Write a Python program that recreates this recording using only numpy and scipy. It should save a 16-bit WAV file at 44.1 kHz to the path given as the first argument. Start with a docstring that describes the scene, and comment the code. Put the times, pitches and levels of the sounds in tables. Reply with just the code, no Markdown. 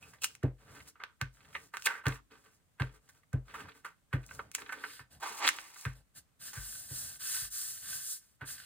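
"""Glue stick on a book page

A glue stick is dabbed and dragged over a page on a cutting mat, heard close by in a small room.
Landings ring table modes; strokes are noise with tiny slips; scuffs and snaps excite short resonances.
The page is folded over with a swish and a crack, and palms smooth it with dense bright friction.
Table murmur, room reflections and faint air noise lie around it."""
import sys
import numpy as np
from scipy import signal
from scipy.fft import rfft, irfft, next_fast_len
from scipy.io import wavfile

SR = 44100
rng = np.random.default_rng(int(sys.argv[2]) if len(sys.argv) > 2 else 0)


def dump_mix(stems):
    """Bounce the given channels to the path in sys.argv[1] as a 16-bit WAV at rate SR."""
    frames = np.atleast_2d(stems).T  # one column per channel
    limited = np.clip(frames, -1, 1)  # hard clip at full scale
    pcm = np.round(limited * 32767).astype(np.int16)
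    wavfile.write(sys.argv[1], SR, pcm)


N = 381465
TIME_S = np.arange(N) / SR

# Strokes over the page, mostly of the stick; the row at 4.55 s is fingers on the page. Each row: start in
# seconds, length in seconds, place of top speed as a fraction of the length, rub level in dB, hiss level in dB,
# table murmur level in dB.
STICK_STROKES = [(0.0, .19, .06, -65, -65, -68), (0.205, 0.16, 0, -65.5, -61, -84),
                 (0.57, 0.33, 0.72, -61, -63, -65), (0.858, 0.033, 0.8, -66, -50.5, -81),
                 (1.31, 0.38, 0.8, -65, -67.5, -71), (1.72, 0.26, .7, -75, -56.5, -72),
                 (2.05, 0.11, 0.46, -47, -54.5, -60), (2.295, 0.13, 0.23, -64.5, -70, -72.5),
                 (2.41, 0.17, 0.2, -71.5, -75, -76.5), (2.8, 0.18, 0, -60, -68.5, -66.5),
                 (2.98, 0.23, 0.9, -75, -75, -85.5), (3.44, .28, 0.7, -55, -68, -59.5),
                 (3.72, 0.11, 0.4, -72.5, -70.5, -84), (4.17, 0.34, 0.62, -61.5, -68, -60),
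                 (4.55, 0.4, 0, -55, -60, -72)]
RUB_FLOOR_DB = -92.5  # constant faint dull noise floor under the strokes
# Short scuffs and grabs, with a sheet flex, a flap and a woody knock. Each row: start in seconds,
# level in dB, fading time in seconds, ring in Hz, treble in dB relative to the level.
SHORT_SCUFFS = [(0.008, -54.5, 0.025, 2500, -5), (0.134, -57, 0.017, 1720, -1.5),
                (0.218, -43.5, 0.012, 2650, 5), (0.239, -32, 0.009, 2810, 7),
                (0.955, -61.5, 0.013, 1240, -22), (0.999, -51.5, 0.038, 1330, -32),
                (1.55, -35, 0.01, 1900, -27), (1.736, -44, 0.031, 1400, -10),
                (1.857, -28, 0.0049, 2620, 10.5), (1.86, -36, 0.054, 1480, -28),
                (2.037, -55.5, 0.1, 1200, -12), (3.089, -60, 0.0086, 1520, 7.5),
                (3.232, -64, 0.004, 1890, -9.5), (3.539, -44.5, 0.028, 1300, -8),
                (3.601, -53, 0.01, 1180, -7), (3.655, -52, 0.0041, 1130, -18),
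                (3.685, -48.5, 0.0054, 1340, -8), (3.846, -44, 0.026, 1400, -6.5),
                (4.309, -42, 0.0034, 1470, -24), (4.392, -36.5, 0.0071, 1130, -25),
                (4.547, -37.5, 0.0052, 2190, 7.5), (4.582, -46, 0.013, 1700, -27),
                (4.692, -37.5, 0.0065, 1480, -38), (4.722, -36.5, 0.01, 1560, -6.5),
                (4.837, -36.5, 0.011, 1470, -38), (5.227, -40.5, 0.016, 1090, -6),
                (5.301, -55.5, 0.04, 360, -18), (5.759, -54.5, 0.014, 1520, -10),
                (6.531, -52, 0.064, 1560, 8.5), (8.41, -50.5, 0.029, 1420, -17)]
# Every landing scuffs the page just before it reaches the table.
LAND_LEAD_S, LAND_FADE_S, LAND_RING_HZ, LAND_TREBLE_DB = 0.0076, 0.023, 1520, -13
# Snaps of tacky glue and buckling paper. Each row: time in seconds, body and ring level in dB,
# crack level in dB, ring of the page in Hz. Layer gains come on top.
PAGE_SNAPS = [(0.236, -23, -19, 3750), (0.2437, -15.5, -11.5, 2400), (0.352, -40, -34.5, 2230),
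              (0.433, -42, -39.5, 1520), (1.0376, -22, -37.5, 1440), (1.2143, -16.5, -24, 1400),
              (1.5528, -28.5, -54, 1740), (1.7703, -23, -28, 1450), (1.8228, -32.5, -31, 2680),
              (1.871, -10.5, -35, 2040), (2.0674, -13.5, -23.5, 1385), (2.0833, -30.5, -23, 1470),
              (2.821, -20, -56, 1200), (3.3316, -48.5, -36.5, 1350), (4.2645, -58, -35.5, 3240),
              (4.516, -40.5, -32.5, 2410), (4.5507, -21.5, -13, 2860), (4.6203, -29.5, -54, 1430),
              (5.471, -14.5, -25, 2720), (5.4774, -5, -14, 3330), (5.4897, -8, -10, 1930),
              (5.5871, -24.5, -42, 1480), (5.8524, -24, -41, 1890)]
# Landings of the stick, page or a hand. Each row: time in seconds, thump level in dB,
# hardness as the corner of the blow in Hz, scuff level in dB.
LANDINGS = [(0.4357, -16, 564, -49), (1.217, -23, 150, -44), (2.0634, -18, 386, -35.5),
            (2.8051, -18.5, 254, -38), (3.336, -16, 210, -52.5), (4.1355, -17.5, 297, -38),
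            (5, -47.5, 324, -51.5), (5.859, -19.5, 135, -41.5), (6.57, -15.5, 59, -59),
            (6.909, -34.5, 290, -67), (7.416, -25, 51.7, -80), (8.416, -37, 700, -53.5)]
# Table modes. Each row: frequency in Hz, relative level in dB, t60 in seconds.
TABLE_MODES = [(50.1, -19, 0.33), (82, -22.5, 0.22), (109, 10.5, 0.06), (128.2, -2, 0.18),
               (262.6, -5, 0.091), (302.3, -12.5, 0.13), (381.7, -12, 0.062), (450.5, -17, 0.13),
               (490, -29, 0.068)]
# Sweeps of fingers or a palm over the sheet. Each row: start in seconds, length in seconds, place of top
# speed as a fraction of the length, rub level in dB, hiss level in dB, table murmur level in dB.
PALM_SWEEPS = [(4.77, 0.25, 0.68, -56.5, -58, -80), (5.09, .09, 0.44, -67, -64, -67.5),
               (5.93, 0.082, 0.36, -71, -69, -63), (6.135, .065, .7, -62.5, -53.5, -65.5),
               (6.385, 0.14, 0.63, -55.5, -48, -69), (6.53, 0.41, 0.44, -60, -47, -66),
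               (6.87, 0.3, 0.39, -56, -43.5, -71), (7.18, 0.3, 0.54, -48, -38, -69),
               (7.49, .33, 0.26, -56, -40.5, -74.5), (7.8, .23, 0.64, -52, -42.5, -69),
               (7.98, .2, 0.68, -60.5, -41.5, -84), (8.17, .19, 0, -79, -68, -101.5),
               (8.44, .13, .5, -54.5, -46, -63), (8.56, 0.12, 0.15, -56, -55.5, -69)]
# The page lifted and folded over. Each row: time in seconds, flexing sheet level in dB, hiss level in dB.
FOLD_LEVELS = [(5.2, -67.5, -63), (5.236, -43.5, -51), (5.375, -54, -50), (5.451, -31.5, -53),
               (5.488, -35, -29), (5.505, -49.5, -54), (5.72, -63.5, -58), (5.85, -62.5, -52.5),
               (5.94, -68.5, -73)]
# Moving ring of the curled page. Each row: time in seconds, frequency in Hz.
CURL_RING = [(5.22, 1040), (5.35, 1163), (5.41, 950), (5.45, 1700), (5.49, 2600), (5.56, 1700), (6.2, 2200)]

# Spectrum of the dull rub of glue on paper. 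Each row: frequency in Hz, relative level in dB.
SLIDE_SPECTRUM = [(150, -39.5), (250, -4.5), (305, -1), (373, -8.5), (431, -1.5), (643, -16), (1170, -4),
                  (1590, -3.5), (1910, -8.5), (6000, -26), (7800, -58), (13200, -120)]
# Spectrum of sticky hiss, also used for scuffs and the fold. Each row: frequency in Hz, relative level in dB.
TACK_SPECTRUM = [(1500, -50), (3000, -10.5), (4200, -3.5), (5400, -0.5), (8200, 1), (10500, -1),
                 (12000, -4.5), (13500, -5), (16000, -5.5)]
# Spectrum of the table's murmur. Each row: frequency in Hz, relative level in dB.
RUMBLE_SPECTRUM = [(20, -33.5), (50, -5.5), (70, 1.5), (100, -0.5), (135, 1.5), (190, -6), (300, -9),
                   (600, -41), (1500, -47)]
# Spectrum of the scuff's body. Each row: frequency in Hz, relative level in dB.
SCUFF_SPECTRUM = [(80, -45), (200, -15.5), (400, -7), (700, -10), (1150, 5), (1900, -2), (3000, -11),
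                  (4500, -29.5), (7000, -33), (14000, -60)]
# Spectrum of the snap's body, also used for catches. Each row: frequency in Hz, relative level in dB.
SNAP_SPECTRUM = [(100, -40.5), (400, -25), (800, -9), (1300, 7.5), (2200, 5.5), (3500, -0.5), (6000, -16.5),
                 (16000, -54.5)]
# Spectrum of the snap's crack. Each row: frequency in Hz, relative level in dB.
CRACK_SPECTRUM = [(500, -47.5), (2000, -29), (3500, -17), (5800, 11), (9500, 9), (12000, -0.5), (15000, 3)]
# Spectrum of a palm's rub. Each row: frequency in Hz, relative level in dB.
PALM_RUB_SPECTRUM = [(180, -38), (300, -18), (338, -15), (494, -14.5), (877, -18), (1070, -6), (1560, 0.5),
                     (2300, -7.5), (2680, 2), (4000, 2), (5200, 1), (8800, -120)]
# Spectrum of a palm's swish. Each row: frequency in Hz, relative level in dB.
PALM_HISS_SPECTRUM = [(1470, -52), (2500, -27.5), (3230, -15), (3570, -11), (5440, -4), (6920, -2.5),
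                      (8870, 2.5), (10300, -0.5), (11800, -3), (12700, -1.5), (13900, -5), (15200, 0.5),
                      (16000, -38)]
# Spectrum of the flexing sheet. Each row: frequency in Hz, relative level in dB.
SHEET_SPECTRUM = [(100, -53), (220, -29.5), (310, -7), (480, -17.5), (700, -8), (1100, -2), (1500, -10),
                  (2300, -7.5), (3500, -11), (6000, -14), (8000, -17.5), (14000, -51.5)]
# Spectrum of the room air. Each row: frequency in Hz, relative level in dB.
AIR_SPECTRUM = [(15, -29), (25, 3), (141, -5.5), (607, -21.5), (818, -25.5), (1070, -19), (5430, -27.5),
                (8360, -22.5), (11900, -31), (14800, -25.5), (16000, -36)]
AIR_DB = -74
# Decay of the room tail. Each row: frequency in Hz, t60 in seconds.
ROOM_DECAY = [(100, 0.94), (700, 0.14), (2000, 0.2), (5000, 0.27), (14000, 0.061)]
# Phase between the microphone ports. Each row: frequency in Hz, lead of the left in radians.
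PORT_LEAD = [(0, 0), (950, -0.5), (1210, -0.3), (2410, 1.0), (3530, 0.5), (5250, 3.0), (6290, 3.9),
             (7920, 5.9), (8870, 6.4), (11300, 9.2), (12300, 9.6), (12700, 10.2), (14500, 12.5),
             (16500, 12.7)]
# Level between the microphone ports. Each row: frequency in Hz, left minus right in dB.
PORT_TILT = [(60, 5.5), (110, 2), (200, -5.5), (380, -1), (700, -3), (1290, -1), (2380, -4), (4400, -2),
             (8120, 1), (15000, 0)]
EDGE_HZ = 16100


def amp(db):
    """Decibels to gain."""
    return np.exp(np.asarray(db) * np.log(10) / 20)


def unit(x):
    """Scales to rms 1."""
    return x / np.sqrt(np.mean(x ** 2) + 1e-20)


def read(points, hz):
    """Reads a table on a log-frequency axis."""
    f, value = np.transpose(points)
    return np.interp(np.log(hz + 1), np.log(f + 1), value)


def add(mix, start_s, sound):
    """Adds a sound to the mix at a time, or at the beginning if that is negative."""
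    part = mix[max(round(start_s * SR), 0):][:len(sound)]
    part += sound[:len(part)]


def impulse(points, size=2048):
    """Causal minimum-phase impulse response with the given spectrum and energy 1."""
    hz = abs(np.fft.fftfreq(size, 1 / SR))
    log_gain = np.log(amp(np.maximum(read(points, hz), -100)))
    response = np.fft.ifft(np.exp(np.conj(signal.hilbert(log_gain)))).real
    return response / np.linalg.norm(response)


def colour(x, points):
    """Gives a white excitation a spectrum, keeping its level."""
    return signal.oaconvolve(x, impulse(points))[:N]


def resonate(x, hz, width_hz):
    """A fixed or moving resonance: shift hz down to zero, smooth, shift back."""
    turn = np.exp(2j * np.pi * np.cumsum(hz * np.ones(len(x))) / SR)
    r = np.exp(-np.pi * width_hz / SR)
    return 2 * (turn * signal.lfilter([1 - r], [1, -r], x / turn)).real


def resonate_twice(x, hz, width_hz):
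    """A broad resonance followed by a narrow one at the same frequency."""
    return resonate(resonate(x, hz, 3 * width_hz), hz, width_hz)


def wander(per_s, count=4096):
    """Chance of rms 1 that drifts to a new value twice per_s times a second."""
    return unit(np.interp(2 * per_s * TIME_S, np.arange(count), rng.standard_normal(count)))


def friction(slips_per_s, spread_db, share, clump_db, clumps_per_s):
    """Fibres catch and let go: tiny slips of uneven size over a smooth rub, bunched by changing grip."""
    smooth, chance = rng.standard_normal(N), rng.random(N)
    slips, caught = np.zeros(N), chance < slips_per_s / SR
    hold = -np.log(chance[caught] * SR / slips_per_s + 1e-9)  # most fibres hold briefly, a few for long
    slips[caught] = np.sign(smooth[caught]) * amp(spread_db * np.minimum(hold, 4))
    share = np.clip(share, 0, 1)
    rub = np.sqrt(share) * unit(slips) + np.sqrt(1 - share) * smooth
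    return unit(rub * amp(clump_db * wander(clumps_per_s)))


def catches(per_s=35, spread_db=5, fade_s=0.0051):
    """Now and then glue or skin catches on the paper and tears free in a tiny burst."""
    size = amp(spread_db * np.clip(rng.standard_normal(N), -2, 2))
    starts = (rng.random(N) < per_s / SR) * size
    envelope = signal.lfilter([1], [1, -np.exp(-1 / (fade_s * SR))], starts)
    return unit(envelope * rng.standard_normal(N))


def strokes(rows, rise_s, fall_s, swell_db):
    """Each stroke grips, speeds up, slows and lets go; rub, hiss and table murmur grow with its speed."""
    power = np.zeros((3, N))
    for start_s, length_s, crest, *levels_db in rows:
        t = np.arange(0, length_s + .1, 1 / SR)
        crest_s = length_s * np.clip(crest, .05, .95)
        speed = np.sin(np.pi / 2 * np.interp(t, [0, crest_s, length_s], [0, 1, 0]))
        contact = (1 - np.exp(-(t / rise_s) ** 2)) * np.exp(-np.maximum(t - length_s, 0) / fall_s)
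        for layer, db, swell in zip(power, levels_db, swell_db):
            add(layer, start_s, (contact * amp(db + swell * (speed - 1))) ** 2)
    return np.sqrt(power)


def slide(rub, hiss, catch_db=-3):
    """Glue dragged over paper: a dull rub with small catches and a fine sticky crackle."""
    drag = friction(slips_per_s=1200, spread_db=1.0, share=0.66, clump_db=4, clumps_per_s=13)
    tack = friction(slips_per_s=770, spread_db=3, share=0.58, clump_db=4, clumps_per_s=10)
    dull = colour(rub * drag, SLIDE_SPECTRUM)
    tearing = amp(catch_db) * colour(rub * catches(), SNAP_SPECTRUM)
    return dull + tearing + colour(hiss * tack, TACK_SPECTRUM)


def murmur(weight, resting_db=-81, uneven_db=3, mat_db=-8, mat_hz=580, mat_width_hz=600):
    """The table murmurs under the hands, more when they move, and the mat adds a hollow rub."""
    push = (weight + amp(resting_db)) * unit(rng.standard_normal(N) * amp(uneven_db * wander(2.7)))
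    mat = unit(resonate(resonate(push, mat_hz, mat_width_hz), mat_hz, mat_width_hz))
    return colour(push, RUMBLE_SPECTRUM) + amp(mat_db) * np.std(push) * mat


def scuffs(ring_width_hz=330, body_db=-3, ring_db=0, hiss_db=-4, brush=0.095, brush_s=0.007, taut_hz=1750):
    """Short judders swell, grab and die away, with a dull body, a ring and a hiss."""
    body, ring, hiss = np.zeros((3, N))
    t = np.arange(-SR // 40, SR // 6) / SR
    held_s = np.maximum(t, 0)
    slips = friction(slips_per_s=1600, spread_db=3, share=.6, clump_db=1.2, clumps_per_s=200)
    landings = [(s - LAND_LEAD_S, db, LAND_FADE_S, LAND_RING_HZ, LAND_TREBLE_DB) for s, _, _, db in LANDINGS]
    for s, db, fade_s, ring_hz, treble_db in SHORT_SCUFFS + landings:
        grab = (1 - np.exp(-held_s / .001)) * np.exp(-held_s / fade_s)
        grip = grab + brush * np.exp(-abs(t) / brush_s)
        judder = grip * slips.take(round(s * SR) + np.arange(len(t)), mode="wrap")
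        strength = amp(db) * np.sqrt(np.mean(grip ** 2))
        fullness = min(1, (taut_hz / ring_hz) ** 2)  # a taut patch rings high, with little body
        add(body, s + t[0], strength * fullness * unit(judder))
        add(ring, s + t[0], strength * unit(resonate_twice(judder, ring_hz, ring_width_hz)))
        add(hiss, s + t[0], strength * amp(treble_db) * unit(judder))
    dull = amp(body_db) * colour(body, SCUFF_SPECTRUM)
    return dull + amp(ring_db) * ring + amp(hiss_db) * colour(hiss, TACK_SPECTRUM)


def snaps(rattle_s=0.0015, rattle=0.027, body_db=2, ring_db=10, ring_width_hz=700, crack_db=4):
    """Fibres strain for an instant and give way in one spike, which rings the taut page."""
    body, ring, crack = np.zeros((3, N))
    t = np.arange(-SR // 500, SR // 30) / SR
    for s, db, high_db, ring_hz in PAGE_SNAPS:
        release = rattle * rng.standard_normal(len(t)) * np.exp(-abs(t) / rattle_s) + (t == 0)
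        add(body, s + t[0], amp(db) * release)
        add(ring, s + t[0], amp(db) * 2 * resonate_twice(release, ring_hz, ring_width_hz))
        add(crack, s + t[0], amp(high_db) * release)
    dull = amp(body_db) * colour(body, SNAP_SPECTRUM)
    return dull + amp(ring_db) * ring + amp(crack_db) * colour(crack, CRACK_SPECTRUM)


def thumps(rise_s=0.012, thud_db=-19, thud_s=0.028, thud_corner_hz=250):
    """Each blow rings the table, with a dull thud of the mat; a soft one reaches only the low modes."""
    out, t = np.zeros(N), np.arange(SR // 2) / SR
    swell = 1 - np.exp(-(t / rise_s) ** 2)  # the mat cushions the blow
    mat_band = signal.butter(2, [180, 520], "bandpass", fs=SR, output="sos")
    for s, db, corner_hz, _ in LANDINGS:
        ring = np.zeros(len(t))
        for hz, mode_db, t60_s in TABLE_MODES:
            mode = amp(mode_db - 60 * t / t60_s) * np.sin(2 * np.pi * hz * t)
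            ring += mode / (1 + (hz / corner_hz) ** 3)
        mat = unit(signal.sosfilt(mat_band, rng.standard_normal(len(t))))
        thud = amp(thud_db) * mat * np.exp(-t / thud_s) / (1 + (thud_corner_hz / corner_hz) ** 3)
        add(out, s, amp(db) * (swell * ring + thud))
    return out


def palms(rub, hiss, catch_db=-5, sheet_db=-6, sheet_hz=1590, sheet_width_hz=300, body_db=-3.0):
    """Dry skin on paper: slips merge into a bright swish with a few catches; the pressed sheet rings."""
    skin = friction(slips_per_s=3000, spread_db=2, share=0.29, clump_db=1, clumps_per_s=31)
    ridges = friction(slips_per_s=5900, spread_db=4.5, share=0.27, clump_db=0.47, clumps_per_s=22)
    grain = unit(skin + amp(catch_db) * catches(per_s=34, spread_db=-0.5, fade_s=0.00245))
    sheet = unit(resonate_twice(grain, sheet_hz, sheet_width_hz))
    body = amp(body_db) * colour(rub * grain, PALM_RUB_SPECTRUM)
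    return body + amp(sheet_db) * rub * sheet + colour(hiss * ridges, PALM_HISS_SPECTRUM)


def fold(sheet_db=-7, curl_db=-1, curl_width_hz=1100):
    """The page scrapes over the mat and flexes as it is turned, its curl ringing at a moving pitch."""
    s, *columns = np.transpose(FOLD_LEVELS)
    turning = (TIME_S >= s[0]) * (TIME_S <= s[-1])
    sheet, hiss = [amp(np.interp(TIME_S, s, db)) * turning for db in columns]
    slips = friction(slips_per_s=2000, spread_db=3, share=.55, clump_db=1, clumps_per_s=90)
    flat = colour(slips, SHEET_SPECTRUM)
    curl = unit(resonate(flat, np.interp(TIME_S, *np.transpose(CURL_RING)), curl_width_hz))
    crackle = friction(slips_per_s=900, spread_db=2.5, share=.55, clump_db=3, clumps_per_s=45)
    flexing = sheet * (amp(sheet_db) * flat + amp(curl_db) * curl)
    return flexing + colour(hiss * crackle, TACK_SPECTRUM)


def ports(x):
    """Two microphone ports hear the desk with a difference in phase and level."""
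    size = next_fast_len(N)
    hz = np.fft.rfftfreq(size, 1 / SR)
    half = amp(read(PORT_TILT, hz) / 2) * np.exp(.5j * np.interp(hz, *np.transpose(PORT_LEAD)))
    pair = np.array([half, 1 / half])
    level = np.maximum(abs(pair.mean(0)), .7)  # evens out the mean of the two ports
    return irfft(rfft(x, size) * pair / level, size)[:, :N]


def room(x, early_db=-8, early_s=.005, tail_db=-13):
    """Quick sparse reflections, then a short tail that decays at its own rate in each band."""
    t = np.arange(SR // 2) / SR
    reflected = (rng.random((2, len(t))) < 4000 / SR) * (t > .001)
    taps = rng.standard_normal((2, len(t))) * reflected
    hz, frame_s, z = signal.stft(taps, SR, nperseg=256)
    decay = amp(-60 * frame_s / read(ROOM_DECAY, hz)[:, None])
    tail = signal.istft(z * decay, SR, nperseg=256)[1][:, :len(t)]
    early = taps * np.exp(-t / early_s)
    response = np.zeros((2, len(t)))
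    for db, part in [(early_db, early), (tail_db, tail)]:
        response += amp(db) * part / np.linalg.norm(part, axis=1, keepdims=True)
    return signal.fftconvolve(x[None], response, axes=1)[:, :N]


def scene(width=0.32):
    """Paper sounds with their reflections, the table's bass, and still room air."""
    drag_rub, drag_hiss, drag_weight = strokes(STICK_STROKES, rise_s=0.02, fall_s=0.012, swell_db=(14, 9, 10))
    palm_rub, palm_hiss, palm_weight = strokes(PALM_SWEEPS, rise_s=.02, fall_s=0.012, swell_db=(9, 12, 5))
    floored_rub = drag_rub + amp(RUB_FLOOR_DB)
    rubbing, other = [slide(floored_rub, drag_hiss) + palms(palm_rub, palm_hiss) + fold() for _ in range(2)]
    paper = scuffs() + snaps() + rubbing
    table = thumps() + murmur(drag_weight + palm_weight)
    spread = width * np.array([other, -other])  # a broad sheet: each port hears other fibres too
    air = np.array([colour(rng.standard_normal(N), AIR_SPECTRUM) for _ in range(2)])
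    return ports(paper + table) + spread + room(paper) + amp(AIR_DB) * air


def record(dry):
    """The recorder's bass roll-off and band limit."""
    lean = signal.sosfilt(signal.butter(4, 40, "highpass", fs=SR, output="sos"), dry)
    band = signal.firwin(511, EDGE_HZ, window=("kaiser", 9), fs=SR)
    return signal.oaconvolve(lean, band[None], "same", axes=1)


dry = scene()
out = record(dry)
dump_mix(out)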